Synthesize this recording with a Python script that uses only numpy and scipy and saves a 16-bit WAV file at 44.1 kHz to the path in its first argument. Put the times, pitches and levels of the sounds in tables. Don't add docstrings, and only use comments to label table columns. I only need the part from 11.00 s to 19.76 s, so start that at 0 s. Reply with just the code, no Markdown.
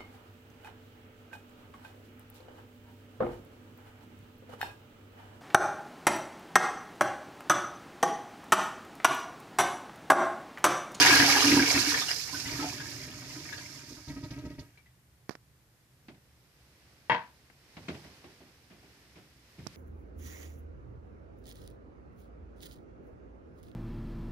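import sys
import numpy as np
from scipy import signal
from scipy.fft import rfft, irfft
from scipy.io import wavfile
from scipy.ndimage import uniform_filter1d

SR = 44100
rng = np.random.default_rng(int(sys.argv[2]) if len(sys.argv) > 2 else 0)


def int16_out(signal):
    q = np.round(np.clip(np.atleast_2d(signal).T, -1, 1) * 32767)
    wavfile.write(sys.argv[1], SR, q.astype(np.int16))


N = 386316
TIME = np.arange(N) / SR


def from_db(db):
    return 10 ** (np.asarray(db) / 20)


def rms_one(x):
    return x / np.sqrt(np.mean(x ** 2) + 1e-20)


def gains(rows):
    s, *columns = np.transpose(rows)
    outside = np.abs(TIME - np.clip(TIME, s[0], s[-1]))
    fade = np.exp(-np.minimum(outside / 0.049, 20))
    return [from_db(np.interp(TIME, s, column)) * fade for column in columns]


def at_hz(points):
    hz, value = np.transpose(points)
    bins_hz = np.arange(N // 2 + 1) * SR / N
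    return np.interp(np.log(bins_hz + 1), np.log(hz), value)


def colour(x, spectrum):
    return irfft(rfft(x) * from_db(at_hz(spectrum)), N)


# (frequency [Hz], likeness [0-1])
PORT_LIKENESS = [(60, .92), (290, .96), (630, .8), (1370, .3), (3000, 0), (14000, 0)]


def diffuse(spectrum):
    alike = np.clip(at_hz(PORT_LIKENESS), -1, 1)
    mid, side = rfft(rng.standard_normal((2, N)))
    both = np.sqrt(1 + alike) * mid + np.sqrt(1 - alike) * side * [[1], [-1]]
    return rms_one(irfft(both * from_db(at_hz(spectrum)), N))


def drift(rate):
    knots = rng.standard_normal(int(N / SR * rate) + 2)
    return rms_one(np.interp(TIME * rate, np.arange(len(knots)), knots))


def even(x, span_s):
    power = np.mean(np.atleast_2d(x) ** 2, axis=0)
    smooth = np.abs(uniform_filter1d(power, int(span_s * SR)))
    return x / np.sqrt(smooth + 1e-4 * power.mean())


def grains(per_s, spread_db):
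    born = np.flatnonzero(rng.random(N) < per_s / SR)
    clicks = np.full(N, 1e-18)
    size_db = spread_db * np.minimum(rng.exponential(1, len(born)), 4)
    clicks[born] = from_db(size_db) * rng.choice([-1, 1], len(born))
    return clicks


def resonate(x, hz, width_hz):
    r = np.exp(-np.pi * width_hz / SR)
    feedback = [1, -2 * r * np.cos(2 * np.pi * hz / SR), r * r]
    return signal.lfilter(np.array([1, 0, -1]) * (1 - r * r) / 2, feedback, x)


def ping(s, hz, t60, rise=0):
    out, start = np.zeros(N), int(s * SR)
    age = TIME[:min(int(2 * t60 * SR), N - start)]
    cycles = hz * age * (1 + rise * age / t60 / 2)
    out[start:start + len(age)] = from_db(-60 * age / t60) * np.sin(2 * np.pi * cycles)
    return out


def swells(times, levels_db, attack_s, t60):
    power = np.zeros(N)
    for s, db in zip(times, levels_db):
        start = int(s * SR)
        age = TIME[:min(int(2 * t60 * SR), N - start)]
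        burst = from_db(db - 60 * age / t60) * (1 - np.exp(-age / attack_s))
        power[start:start + len(age)] += burst ** 2
    return np.sqrt(power)


def restroom(x, wet_db, t60):
    age = TIME[:SR // 2]
    tail = diffuse([(100, 0), (14000, 0)])[:, :len(age)] * from_db(-60 * age / t60) * (age > .001)
    tail = tail / np.sqrt(np.sum(tail ** 2) / 2)
    reflected = signal.fftconvolve(np.atleast_2d(x), tail, axes=1)[:, :N]
    return (x + from_db(wet_db) * reflected) / np.hypot(1, from_db(wet_db))


def bubbles(low_hz, high_hz, per_s, cycles, spread_db, count):
    pitches = np.geomspace(low_hz, high_hz, count)
    return sum(resonate(grains(per_s / count, spread_db), hz, 2 * hz / cycles) for hz in pitches)


# (time [s], splash level [dB], jet hiss level [dB])
RUSH_LEVELS = [(0.0, -21, -25), (0.14, -23.5, -26.5), (0.31, -26.5, -28), (0.68, -30.5, -32.5),
               (0.92, -36, -33), (1.12, -49, -39), (1.33, -50.5, -43.5), (1.55, -46, -43.5),
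               (2.13, -55, -51.5), (2.62, -54.5, -51.5), (2.93, -62.5, -55.5), (3.38, -63.5, -66.5),
               (3.8, -76.5, -82)]
# (time [s], share [0-1])
HISS_NARROWING = [(.6, .05), (1.5, 0.5), (2.85, .62), (3.25, .1)]


def bowl():
    splash, hiss = gains(RUSH_LEVELS)
    thin = np.clip(np.interp(TIME, *np.transpose(HISS_NARROWING)), .01, 1)
    s, plop_db, _ = np.transpose(BIG_BUBBLES)
    bursts = swells(s, plop_db, attack_s=0.0015, t60=0.17)
    return churn(splash, bursts, thin) + jets(hiss, bursts, thin)


# (frequency [Hz], level [dB per Hz])
SPLASH_SPECTRUM = [(60, -46), (200, -21.5), (370, -1.5), (480, -7.5), (650, -8.5), (850, -1), (1300, -3.5),
                   (1650, 0.5), (2600, -0.5), (3400, -5.5), (4500, -13), (8000, -39.5)]
SPLASH_TRIM_DB = 2.5
PLOP_SPLASH_DB = -15
DRIPS_DB = -4


def churn(splash, bursts, thin):
    swarm = colour(bubbles(370, 5000, per_s=1000, cycles=20, spread_db=5.0, count=30), SPLASH_SPECTRUM)
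    crackle = rms_one(colour(grains(500, spread_db=3.5), SPLASH_SPECTRUM))
    water = rms_one(swarm) + from_db(-5) * crackle + from_db(-9.5) * diffuse(SPLASH_SPECTRUM)
    water = even(restroom(water, wet_db=1.5, t60=0.13), 0.13)
    drips = bubbles(1620, 2500, per_s=88, cycles=58, spread_db=1.5, count=10)
    drips = even(restroom(drips, wet_db=4.5, t60=0.12), 0.3) * np.sqrt(thin / thin.max())
    splash = from_db(SPLASH_TRIM_DB) * splash
    return np.hypot(splash, from_db(PLOP_SPLASH_DB) * bursts) * water + from_db(DRIPS_DB) * splash * drips


# (frequency [Hz], level [dB per Hz])
JET_SPECTRUM = [(1500, -24), (3300, -15.5), (4300, -0.5), (5300, 2.5), (6500, -5), (7600, -12),
                (10000, -14.5), (12800, -15), (14500, -23)]
# (frequency [Hz], level [dB per Hz])
THIN_JET_SPECTRUM = [(1500, -28), (3300, -15.5), (4100, -16), (4800, -7.5), (5350, -3.5), (5950, -11),
                     (6600, -8), (7600, -16.5), (10500, -23.5), (13000, -19.5), (14500, -24.5)]
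HISS_TRIM_DB, HISS_FLUTTER_DB, HISS_FLUTTER_PER_S = 3.5, 1.4, 20
PLOP_SPRAY_DB = -24.5
FLECKS_DB = -9.5


def jets(hiss, bursts, thin):
    fizz = bubbles(3300, 12000, per_s=2000, cycles=9.8, spread_db=7.0, count=12)
    fizz = even(colour(fizz, JET_SPECTRUM), 0.03)
    spray = rms_one(fizz + from_db(6.5) * diffuse(JET_SPECTRUM))
    mixed = np.sqrt(1 - thin) * spray + np.sqrt(thin) * diffuse(THIN_JET_SPECTRUM)
    mixed = rms_one(restroom(mixed, wet_db=-8.0, t60=0.03))
    flecks = bubbles(4200, 6300, per_s=45, cycles=17, spread_db=-3.5, count=8)
    flecks = even(restroom(flecks, wet_db=10.0, t60=0.045), 0.34)
    hiss = from_db(HISS_TRIM_DB + HISS_FLUTTER_DB * drift(HISS_FLUTTER_PER_S)) * hiss
    return np.hypot(hiss, from_db(PLOP_SPRAY_DB) * bursts) * mixed + from_db(FLECKS_DB) * hiss * flecks


# (time [s], level [dB], starting pitch [Hz])
BIG_BUBBLES = [(0.088, -12, 1590), (0.125, -9.5, 1636), (0.157, -12, 1580), (0.211, -15, 2000),
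               (0.279, -19.5, 798), (0.362, -15.5, 826), (0.516, -17, 2560), (0.568, -18.5, 932),
               (0.672, -19, 2200), (0.752, -17, 2600), (0.942, -15, 1800), (0.974, -18.5, 2240),
               (1.012, -18.5, 3560), (1.084, -21.5, 2820), (1.108, -14, 4920), (1.33, -34.5, 1016),
               (1.344, -28, 1504), (1.455, -31, 1980), (1.5, -37.5, 946), (1.598, -26, 1294),
               (1.626, -26, 864), (1.643, -24.5, 718), (1.665, -33, 698), (1.803, -30.5, 1610),
               (2.488, -33, 2200), (2.525, -27.5, 1670), (2.578, -30, 4450), (3.774, -46, 2280),
               (3.86, -51, 1967)]
PLOP_TRIM_DB = -2.0


def plops():
    rings = sum(from_db(db) * ping(s, hz, .008 + 62 / hz, rise=.09) for s, db, hz in BIG_BUBBLES)
    return from_db(PLOP_TRIM_DB) * restroom(rings, wet_db=3.0, t60=.16)


# (time [s], length [s], boom level [dB], rumble level [dB])
AIR_GULPS = [(0.0, 0.015, -25.5, -39), (0.109, 0.035, -25, -36.5), (.195, 0.018, -20.5, -31),
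             (0.244, 0.019, -27, -45), (.32, 0.046, -30.5, -55), (0.438, 0.11, -21, -39),
             (0.508, 0.1, -19, -36.5), (0.741, 0.023, -24, -33.5), (0.865, 0.013, -28, -57),
             (0.934, 0.035, -43, -49), (1.322, 0.05, -42.5, -51), (1.454, 0.024, -41.5, -41),
             (1.514, 0.018, -37, -38.5), (1.589, 0.04, -31, -51), (2.342, 0.043, -43, -54),
             (2.898, .01, -41.5, -53), (2.97, 0.011, -48.5, -48), (3.073, 0.043, -40, -41),
             (3.158, 0.019, -37, -43.5), (3.227, 0.013, -38.5, -39.5), (3.306, .01, -40, -40),
             (3.357, 0.042, -40.5, -43.5), (3.435, 0.032, -37, -41.5), (3.501, .01, -43, -44.5),
             (3.58, 0.0074, -41.5, -41.5)]
GULP_ATTACK_S, GULP_T60_S = .004, 0.28


def gulping(levels_db):
    power = np.zeros(N)
    for (s, length, *_), db in zip(AIR_GULPS, levels_db):
        start = max(int(s * SR), 0)
        age = TIME[:SR]
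        decay = from_db(-60 * np.maximum(age - length, 0) / GULP_T60_S)
        shape = (1 - np.exp(-age / GULP_ATTACK_S)) * decay
        power[start:start + SR] += (from_db(db) * shape) ** 2
    return np.sqrt(power)


# (time [s], level [dB])
DROPLET_SPITS = [(3.0805, -46), (3.1694, -65), (3.236, -46), (3.305, -47), (3.3847, -53), (3.454, -53),
                 (3.4994, -55), (3.59, -46.5)]
# (frequency [Hz], level [dB per Hz])
DROPLET_SPECTRUM = [(1200, -17), (2000, -9), (3200, -5.5), (4600, 3), (6200, -3), (7500, -11), (14000, -11)]
# (frequency [Hz], level [dB per Hz])
MIST_SPECTRUM = [(2000, -22), (6000, 0), (14000, 0)]


def spits():
    times, levels_db = np.transpose(DROPLET_SPITS)
    drops = bubbles(1500, 7000, per_s=900, cycles=25, spread_db=3.0, count=10)
    drops = even(restroom(colour(drops, DROPLET_SPECTRUM), wet_db=10.0, t60=0.19), 0.031)
    droplets = drops * from_db(2.0) * swells(times, levels_db, attack_s=0.0033, t60=0.097)
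    mist = diffuse(MIST_SPECTRUM) * from_db(-16.5) * swells(times, levels_db, attack_s=.008, t60=0.71)
    return droplets + mist


# (time [s], boom level [dB], rumble level [dB])
DRAIN_LEVELS = [(0.0, -39, -41.5), (0.95, -49, -50.5), (1.25, -60.5, -54), (1.6, -44.5, -45.5),
                (2.2, -50, -48.5), (2.9, -55, -54)]
# (frequency [Hz], width [Hz], level [dB])
AIR_COLUMN_OVERTONES = [(368, 6.4, -0.5), (604.3, 20, 2.5), (932, 8, 4), (1264, 18, -2), (1611, 18, -6.5),
                        (1921, 40, -6), (2180, 91, -10.5), (2490, 36, -17)]
# (frequency [Hz], level [dB per Hz])
RUMBLE_SPECTRUM = [(25, -35.5), (45, -27), (62, -2), (85, -4), (113, 2.5), (150, 3), (190, -13.5),
                   (235, -13.5), (330, -16), (500, -30.5), (1500, -78)]
TRAP_HZ, TRAP_WIDTH_HZ = 284, 40
BOOM_TRIM_DB, RUMBLE_TRIM_DB, OVERTONES_TRIM_DB, SHOVE_TRIM_DB = -3.5, -1.83, -10, -0.5


def trapway():
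    s, _, boom_db, rumble_db = np.transpose(AIR_GULPS)
    steady_boom, steady_rumble = gains(DRAIN_LEVELS)
    boom = np.hypot(steady_boom, gulping(boom_db))
    rumble = np.hypot(steady_rumble, gulping(rumble_db))
    pockets = grains(420, spread_db=2.0)
    pitch_hz = TRAP_HZ * (1 + .018 * drift(55))
    tone = np.sqrt(2) * np.sin(2 * np.pi * np.cumsum(pitch_hz) / SR)
    rattle = rms_one(resonate(resonate(pockets, TRAP_HZ, TRAP_WIDTH_HZ), TRAP_HZ, 230))
    loud = np.clip(boom / from_db(-40.5), .1, 1)
    column = even(loud * tone + from_db(-2.5) * rattle, 0.064)
    shove = sum(from_db(db + SHOVE_TRIM_DB) * ping(max(at, 0), 63, 0.1) for at, db in zip(s, rumble_db))
    overtones = sum(from_db(db) * resonate(pockets, hz, width) for hz, width, db in AIR_COLUMN_OVERTONES)
    body = from_db(RUMBLE_TRIM_DB) * even(diffuse(RUMBLE_SPECTRUM), 0.12)
    body = body + from_db(OVERTONES_TRIM_DB) * even(overtones, .06)
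    return from_db(BOOM_TRIM_DB) * boom * column + rumble * body + shove + spits()


# (time [s], level [dB])
SEAT_LANDINGS = [(6.0971, -16.5), (6.1183, -23.5), (6.1467, -28)]
# (frequency [Hz], level [dB], t60 [s])
SEAT_RESONANCES = [(479, -9, .19), (635, -12, .2), (904, -1, .22), (980, -1, .23), (1044, -6, .27),
                   (1114, -9, .22), (1529, -7, .16), (1653, -5, .12), (1868, -5, .15), (1970, -5, .16),
                   (2196, -5, .15), (2239, -7, .16), (2573, -13, .15), (2729, -9, .12), (3214, -6, .13)]
# (frequency [Hz], level [dB per Hz])
SEAT_SPECTRUM = [(60, -33), (120, 0), (300, -9.5), (480, -11), (720, -5), (950, 6), (1350, -9), (1600, 0.5),
                 (2200, -7), (2700, -10.5), (3300, -15.5), (4500, -21), (7500, -41.5), (12000, -88)]
SEAT_RING_DB = -7


def seat():
    s, db = np.transpose(SEAT_LANDINGS)
    rings = np.zeros(N)
    for at, hit_db in SEAT_LANDINGS:
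        for hz, level_db, t60 in SEAT_RESONANCES:
            rings += from_db(hit_db + level_db) * rng.choice([-1, 1]) * ping(at, hz, 1.03 * t60)
    rings = signal.sosfilt(signal.butter(2, 3800, fs=SR, output="sos"), rings)
    crack = swells(s, db - 2.5, attack_s=.0001, t60=0.035)
    echo = swells(s, db - 7.5, attack_s=0.013, t60=0.28)
    clap = even(diffuse(SEAT_SPECTRUM), 0.0024) * (crack + echo)
    return (from_db(SEAT_RING_DB) * rings + clap) * from_db([[1.2], [-1.2]])


# (time [s], level [dB], thud relative level [dB], scuff relative level [dB])
FOOTFALLS = [(5.083, -41.5, -13.5, -7), (6.768, -40, -6, -6), (6.883, -27.5, -12, -7.5),
             (7.036, -44, -10, -7), (7.241, -41.5, -14, -10.5), (7.402, -44, -16, -12),
             (7.7, -45, -9.5, -7), (7.82, -49, -17, -7), (8.154, -44.5, -9, -6.5), (8.581, -44, 4, -8)]
# (frequency [Hz], level [dB per Hz])
THUD_SPECTRUM = [(30, -34), (70, 2.5), (110, 2), (170, 4), (240, -9), (400, -11), (1500, -80)]
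# (frequency [Hz], level [dB per Hz])
CLUNK_SPECTRUM = [(60, -40.5), (150, -9), (250, -1.5), (360, -1), (480, -12.5), (700, -9.5), (1100, -22),
                  (4000, -71)]
# (frequency [Hz], level [dB per Hz])
SCUFF_SPECTRUM = [(500, -44), (900, 3), (1400, 5.5), (2200, 8.5), (3300, 2.5), (5000, -3.5), (7500, -17.5),
                  (14000, -47)]
SETTLE_S, SETTLE_DB = 0.061, -12.5


def steps():
    s, db, thud_db, scuff_db = np.transpose(FOOTFALLS)
    light = np.clip((-41.5 - db) / 4.5, 0, 1)
    floor, stall = even(diffuse(THUD_SPECTRUM), 0.045), even(diffuse(CLUNK_SPECTRUM), 0.023)
    sole = diffuse(SCUFF_SPECTRUM)

    def blows(levels_db, attack_s, t60):
        total = np.zeros(N)
        for at, level_db, soft in zip(s, levels_db, light):
            contacts_db = level_db - 1.4 * soft + np.array([0, SETTLE_DB])
            total += swells([at, at + SETTLE_S], contacts_db, attack_s + 0.011 * soft, t60 + 0.126 * soft)
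        return total

    thuds = floor * blows(db + thud_db - 2, 0.0018, 0.44)
    clunks = stall * blows(db - 6.5, 0.00068, 0.22)
    return thuds + clunks + sole * blows(db + scuff_db - 2.0, 0.00032, 0.14)


# (time [s], bump level [dB],
# bump [Hz], tick level [dB], tick [Hz], rub level [dB], rub t60 [s], left-right balance [dB])
FINGER_TOUCHES = [(4.2937, -17.5, 336, -27, 1590, -34, 0.017, -10.5),
                  (4.308, -29, 480, -41.5, 753, -52, 0.12, -18),
                  (4.353, -37, 300, -30.5, 1850, -47, 0.016, -4),
                  (6.5, -71, 398, -45.5, 1830, -60.5, 0.084, 8),
                  (8.667, -24, 204, -28.5, 724, -47, .01, -27),
                  (8.6707, -56, 132, -28.5, 5450, -46.5, 0.015, -23)]
TOUCH_LOW_CUT_HZ = 110


def touches():
    out = np.zeros((2, N))
    skin = diffuse([(200, -2), (500, 1.0), (2200, 0.0), (3300, -15), (5000, -4.5), (8000, -22.0), (14000, -26)])
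    for s, bump_db, bump_hz, tick_db, tick_hz, rub_db, rub_t60, pan_db in FINGER_TOUCHES:
        bump = from_db(bump_db) * ping(s, bump_hz, 2.0 / bump_hz)
        tick = from_db(tick_db) * ping(s, tick_hz, 0.0035)
        rub = skin * swells([s], [rub_db + 4.0], attack_s=0.00011, t60=rub_t60)
        sides = from_db([[pan_db / 2], [-pan_db / 2]])
        out += (bump + tick + rub) * sides / sides.mean()
    return signal.sosfilt(signal.butter(2, TOUCH_LOW_CUT_HZ, "high", fs=SR, output="sos"), out)


# (time [s], level [dB])
WASH_LEVELS = [(3.7, -79), (4.3, -82.5), (5.1, -76.5), (5.85, -66), (6.55, -68.5), (6.95, -57), (7.65, -67),
               (7.95, -63.5), (8.4, -67), (8.76, -59.5)]
# (frequency [Hz], level [dB per Hz])
WASH_SPECTRUM = [(150, -8.5), (280, -0.5), (520, -5.5), (800, -8.5), (1300, -9.5), (2000, -5.5),
                 (3400, -10.5), (5200, -8.5), (7200, -18), (14500, -24.5)]
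# (frequency [Hz], level [dB per Hz])
VENT_SPECTRUM = [(20, -34.5), (40, -15.5), (68, -1), (95, -9), (130, -4), (200, -16), (350, -20.5),
                 (600, -25), (1300, -28), (1900, -26.5), (3000, -34), (14500, -48)]
WASH_TRIM_DB, HUM_DB, VENT_DB = 2.5, -71.0, -64.5


def background():
    wash, = gains(WASH_LEVELS)
    water = from_db(WASH_TRIM_DB) * wash * diffuse(WASH_SPECTRUM) * from_db(0.3 * drift(27))
    hum = from_db(HUM_DB) * np.sin(2 * np.pi * 120 * TIME) * from_db(1.5 * drift(1.2))
    return water + hum + from_db(VENT_DB) * diffuse(VENT_SPECTRUM)


def scene():
    return bowl() + plops() + trapway() + seat() + steps() + touches() + background()


# (frequency [Hz], left-right level [dB])
PORT_TILT = [(60, -0.5), (700, -2.5), (1260, 0), (2000, 5), (2800, 4.5), (3500, -1.5), (4800, -15.5),
             (6500, -14), (8000, -16.5), (9500, -8.5), (14000, -7)]
PORT_LAG_S, SELF_NOISE_DB = .00009, -70
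LOW_CUT_HZ, HIGH_CUT_HZ = 42, 14650


def record(dry):
    tilt = from_db(at_hz(PORT_TILT) / 2 * np.array([[1], [-1]]))
    tilt = tilt / np.sqrt(np.mean(tilt ** 2, axis=0))
    left, right = irfft(rfft(dry) * tilt, N)
    left = np.interp(TIME - PORT_LAG_S, TIME, left)
    heard = np.array([left, right]) + from_db(SELF_NOISE_DB) * rng.standard_normal((2, N))
    heard = signal.sosfilt(signal.butter(2, LOW_CUT_HZ, "high", fs=SR, output="sos"), heard)
    return signal.sosfilt(signal.ellip(12, .2, 80, HIGH_CUT_HZ, fs=SR, output="sos"), heard)


dry = scene()
out = record(dry)
int16_out(out)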